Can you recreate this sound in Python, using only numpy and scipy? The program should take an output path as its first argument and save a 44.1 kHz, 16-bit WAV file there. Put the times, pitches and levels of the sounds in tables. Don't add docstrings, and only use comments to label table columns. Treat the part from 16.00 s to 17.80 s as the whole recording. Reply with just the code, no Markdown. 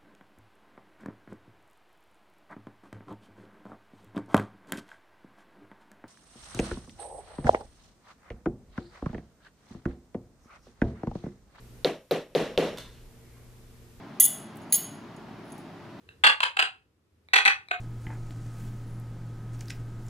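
import sys
import numpy as np
from scipy import signal
from scipy.fft import rfft, irfft, next_fast_len
from scipy.io import wavfile

SR = 44100
rng = np.random.default_rng(int(sys.argv[2]) if len(sys.argv) > 2 else 0)


def to_wav(sig):
    pcm = np.clip(np.atleast_2d(sig), -1, 1) * 32767
    pcm = np.round(pcm).astype(np.int16)
    wavfile.write(sys.argv[1], SR, pcm.T)


def natural_amplitude(level_db):
    exponent = np.asarray(level_db, float) / 20
    return 10 ** exponent


N = 79380


def at_hz(points, hz):
    table_hz, value = np.transpose(points)
    return np.interp(np.log(hz), np.log(table_hz), value)


def ring(clicks, hz, t60_s):
    radius, w = natural_amplitude(-60 / (t60_s * SR)), 2 * np.pi * hz / SR
    return signal.lfilter([0, np.sin(w)], [1, -2 * radius * np.cos(w), radius * radius], clicks + 1e-18)


def bands(white):
    edges_hz = 30 * 2 ** np.arange(0, 9.3, .5)
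    for k, (low, high) in enumerate(zip(edges_hz, edges_hz[1:])):
        band = signal.butter(2, [low, high], "band", fs=SR, output="sos")
        yield np.sqrt(low * high), signal.sosfilt(band, white[k % 2])


def pair(mid, side, likeness):
    likeness = np.clip(likeness, 0, 1)
    return np.sqrt(1 + likeness) * mid + np.sqrt(1 - likeness) * side * [[1], [-1]]


def hum():
    # (frequency [Hz], density [dB per Hz])
    rumble_db = [(18, -48), (30, -20), (87, -3.5), (147, -14), (404, -15), (460, -18), (612, -29.5),
                 (953, -26), (15000, -44.5)]
    # (frequency [Hz], likeness [-1 to 1])
    rumble_likeness = [(60, 0.97), (240, 0.87), (950, 0.21), (3770, -0.06), (15000, 0.35)]
    # (time [s], level [dB])
    gain_drift = [(0, -66), (.2, -64.5), (0.452, -74.5), (0.699, -74), (1.0, -75), (1.25, -72),
                  (1.8, -70.5)]
    hum_db, motor_hz, motor_db = 5, 80.7, -5
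    whine_hz, whine_db = 7628, -28

    t = np.arange(N) / SR
    rumble = 0
    for hz, (mid, side) in bands(rng.standard_normal((2, 2, N))):
        rumble = rumble + natural_amplitude(at_hz(rumble_db, hz)) * pair(mid, side, at_hz(rumble_likeness, hz))
    motor = ring(rng.standard_normal(N), motor_hz, 0.37)
    whine = natural_amplitude(whine_db) * np.sin(2 * np.pi * whine_hz * t) * [[1], [.2]]
    mix = rumble / rumble.std() + natural_amplitude(motor_db) * motor / motor.std() + whine
    drift_s, drift_db = np.transpose(gain_drift)
    return mix * natural_amplitude(hum_db + np.interp(t, drift_s, drift_db))


def pulse_trains(rows, count):
    most_pulses, jitter, spread_db = 8, .1, 2.0
    edge_loss_db, peak_at = 4.5, .4
    trains = np.zeros((count, N))
    for start_s, length_s, db, rate_hz, pipe_db in rows:
        gaps = rng.standard_normal(most_pulses)
        colour = rng.standard_normal((most_pulses, count))
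        pulse_s = np.cumsum(np.r_[0, 1 + jitter * gaps[1:]]) / rate_hz
        alive = np.clip((length_s - pulse_s) * rate_hz * 2 + 1, 0, 1)
        from_peak = np.clip(pulse_s / length_s / peak_at - 1, -1, 1)
        level_db = db - edge_loss_db * from_peak ** 2
        sizes = (alive * natural_amplitude(level_db))[:, None] * natural_amplitude(spread_db * colour)
        sizes[:, 0] *= natural_amplitude(pipe_db)
        trains[:, ((start_s + pulse_s) * SR).astype(int)] += sizes.T
    return trains


def croaks(rows, throat):
    rasp_db, rasp_s, rasp_db_per_octave, rasp_likeness = -19, .001, 4.0, 0.62
    thump_db, thump_hz = -38, 220
    voice_low_hz = 400

    air = pair(*rng.standard_normal((2, N)), rasp_likeness)
    trains = pulse_trains(rows, len(throat))
    puffs = signal.lfilter([1], [1, -np.exp(-1 / (rasp_s * SR))], trains)
    voice = 0
    for k, (hz, t60_s, db, pan_db) in enumerate(throat):
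        breath = natural_amplitude(rasp_db + rasp_db_per_octave * np.log2(hz / 2000)) * air * puffs[k]
        level = natural_amplitude(db + pan_db * np.array([[.5], [-.5]]))
        voice = voice + (-1) ** k * ring(trains[k] + breath, hz, t60_s) * level
    voice = signal.sosfilt(signal.butter(4, voice_low_hz, "high", fs=SR, output="sos"), voice)
    return voice + natural_amplitude(thump_db) * ring(trains[1], thump_hz, 6.0 / thump_hz)


def parrot():
    # (start [s], length [s], level [dB], pulse rate [Hz], windpipe ring
    # [dB])
    tick_early = [
        (.0895, .001, -32, 330, 0),
    ]
    call_1 = [
        (.2375, .017, -4.5, 266, 3),
        (.2648, .013, -2.5, 260, -9.5),
        (.2965, 0.0027, -10, 270, 4.5),
    ]
    call_2 = [
        (.4042, 0.0024, -8.5, 350, 11),
        (.4300, 0.0095, -10, 400, 0),
        (.4600, 0.0087, -35, 280.7, 8),
    ]
    call_3 = [
        (.5674, 0.00605, -16.5, 400, 1),
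        (.5897, 0.016, -8, 327.3, -2),
        (.6242, 0.0034, -4.5, 308.6, -2.5),
    ]
    ticks_late = [
        (1.2867, .001, -37, 330, 0.0093),
        (1.6857, .001, -31, 330, 0.014),
    ]
    call_4 = [
        (1.3340, .011, -7.5, 370.7, -4),
        (1.3577, 0.013, -7.5, 324, -10),
        (1.3785, 0.011, -12, 337, -2),
        (1.4520, .016, -7, 205.9, -2.5),
        (1.4774, 0.0052, -5, 350, -2),
    ]
    call_5 = [
        (1.7102, 0.00585, -18, 310, 0),
        (1.7378, 0.01, -35.5, 250, 3.5),
    ]
    # (frequency [Hz], t60 [s], level [dB], left minus right [dB])
    beak_early, beak_late = [(1540, 0.011, -6, 3.5), (2699, 0.027, -6.5, -7.5), (4050, 0.0067, -16, -3),
                             (7000, 0.0035, -21, -2), (8300, 0.0051, -23.5, 1)], [(2370, 0.017, -2, 0), (500, .015, -30, 0),
                                                 (3800, 0.0077, -4.5, 0), (5900, .004, -26, 0.0048),
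                                                 (8300, .004, -23, 0.0074)]
    throat_1 = [(880, 0.039, -19, 1), (490, .012, -25, 2), (1145, 0.013, -15, -14), (1600, 0.019, -3.5, 1),
                (2050, .008, -5, -2.5), (2726, 0.045, -7.5, -7), (3414, 0.023, -10.5, 11.5),
                (4300, 0.011, -13.5, -4.5)]
    throat_2 = [(910, 0.044, -25.5, 0), (520, 0.016, -30, 3), (1010, .02, -13.5, 0), (1542, .012, -4.5, 2),
                (2050, 0.0034, -9, -5), (2595, 0.0097, -7, -5.5), (3170, 0.0045, -4, 5.5),
                (4120, 0.01, -13, -1.5)]
    throat_3 = [(772.3, 0.082, -19.5, 1.5), (487, 0.05, -33.5, 6), (1132, 0.0097, -17, -6),
                (1547, 0.011, -5, 1.5), (1978, 0.00818, -8.5, 1), (2690, 0.01, -3.5, -4),
                (3233, 0.0052, -7, 1), (3915, 0.0045, -9, -1)]
    throat_4 = [(787.6, 0.069, -17.5, 6.5), (460, 0.031, -32.5, 2.5), (1019, 0.0061, -18, -13.5),
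                (1488, 0.012, -5, -4), (1950, 0.012, -1, -1.5), (2575, 0.017, -2.5, 4),
                (3335, 0.023, -15, -6.5), (4080, 0.0035, -5.5, 3.5)]
    throat_5 = [(726.7, .11, -13.5, 3), (350, 0.012, -16, 8.5), (1140, 0.0098, -12, -1),
                (1498, 0.015, 0.5, -4), (2265, 0.0085, -0.5, -2), (2590, 0.0152, 1, 2.5),
                (3310, 0.011, -11, -3.5), (3816, .007, -8.5, 1)]
    upper_early = [(4926, 0.015, -22.5, 13), (7000, 0.006, -27.5, -0.5), (8400, 0.0035, -23, 2),
                   (11000, 0.0025, -34, -6.5), (13500, .002, -48, -2)]
    upper_late = [(5920, 0.0079, -19.5, 4), (6930, 0.0044, -24, -4.5), (8740, 0.0053, -25.5, 0.5),
                  (10130, 0.0014, -24.5, -1), (13300, 0.0029, -51, 1)]
    upper_last = [(4520, 0.0083, -22.5, 0.019), (6780, .005, -23, 0.016), (9060, 0.0028, -26, 0),
                  (11900, 0.0027, -38, 0)]
    dips_hz = (5200, 5400, 9700)
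    dip_width_hz = 500

    bird = croaks(call_1, throat_1 + upper_early)
    bird = bird + croaks(call_2, throat_2 + upper_early)
    bird = bird + croaks(call_3, throat_3 + upper_early)
    bird = bird + croaks(call_4, throat_4 + upper_late)
    bird = bird + croaks(call_5, throat_5 + upper_last)
    bird = bird + croaks(tick_early, beak_early)
    bird = bird + croaks(ticks_late, beak_late)
    for hz in dips_hz:
        bird = signal.lfilter(*signal.iirnotch(hz, hz / dip_width_hz, fs=SR), bird)
    return bird


def room(x):
    # (frequency [Hz], t60 [s])
    room_t60 = [(300, 0.14), (800, 0.19), (1500, 0.17), (3000, 0.16), (6000, 0.15), (9000, 0.15),
                (13000, 0.055)]
    room_db, room_likeness = -29, .65
    late_db, late_stretch = -20, 2.0
    onset_s, early = .019, .3

    t = np.arange(SR // 2) / SR
    tail = 0
    for hz, (mid, side) in bands(rng.standard_normal((2, 2, len(t)))):
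        fall_db = -60 * t / at_hz(room_t60, hz)
        decay = natural_amplitude(fall_db) + natural_amplitude(late_db + fall_db / late_stretch)
        tail = tail + pair(mid, side, room_likeness) * decay
    swell = 1 - (1 - early) * np.exp(-(t / onset_s) ** 4)
    tail = tail * swell * (t > .002)
    return natural_amplitude(room_db) * signal.fftconvolve(x, tail, axes=1)[:, :N]


def right_port(x):
    # (frequency [Hz], lag [rad])
    right_lag = [(0, 1), (700, -0.12), (1500, 3.0), (2930, 5.5), (4310, 8.5), (6460, 10), (8100, 12),
                 (15200, 29)]
    size = next_fast_len(N + 512)
    lag_rad = np.interp(np.fft.rfftfreq(size, 1 / SR), *np.transpose(right_lag))
    return irfft(rfft(x, size) * np.exp(-1j * lag_rad), size)[:N]


def scene():
    bird = parrot()
    bird = bird + room(bird)
    return np.array([bird[0], right_port(bird[1])]) + hum()


def top_cut(x):
    return signal.sosfilt(signal.butter(12, 15590, fs=SR, output="sos"), x)


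def record(dry):
    top, out_gain = 1.05, .93
    cutoff_hz, mic_low_hz = 15500, 55
    mix = top * np.tanh(dry / top)
    mix = signal.sosfilt(signal.cheby2(10, 60, cutoff_hz, fs=SR, output="sos"), mix)
    mix = signal.sosfilt(signal.butter(2, mic_low_hz, "high", fs=SR, output="sos"), mix)
    return top_cut(out_gain * mix)


dry = scene()
out = record(dry)
to_wav(out)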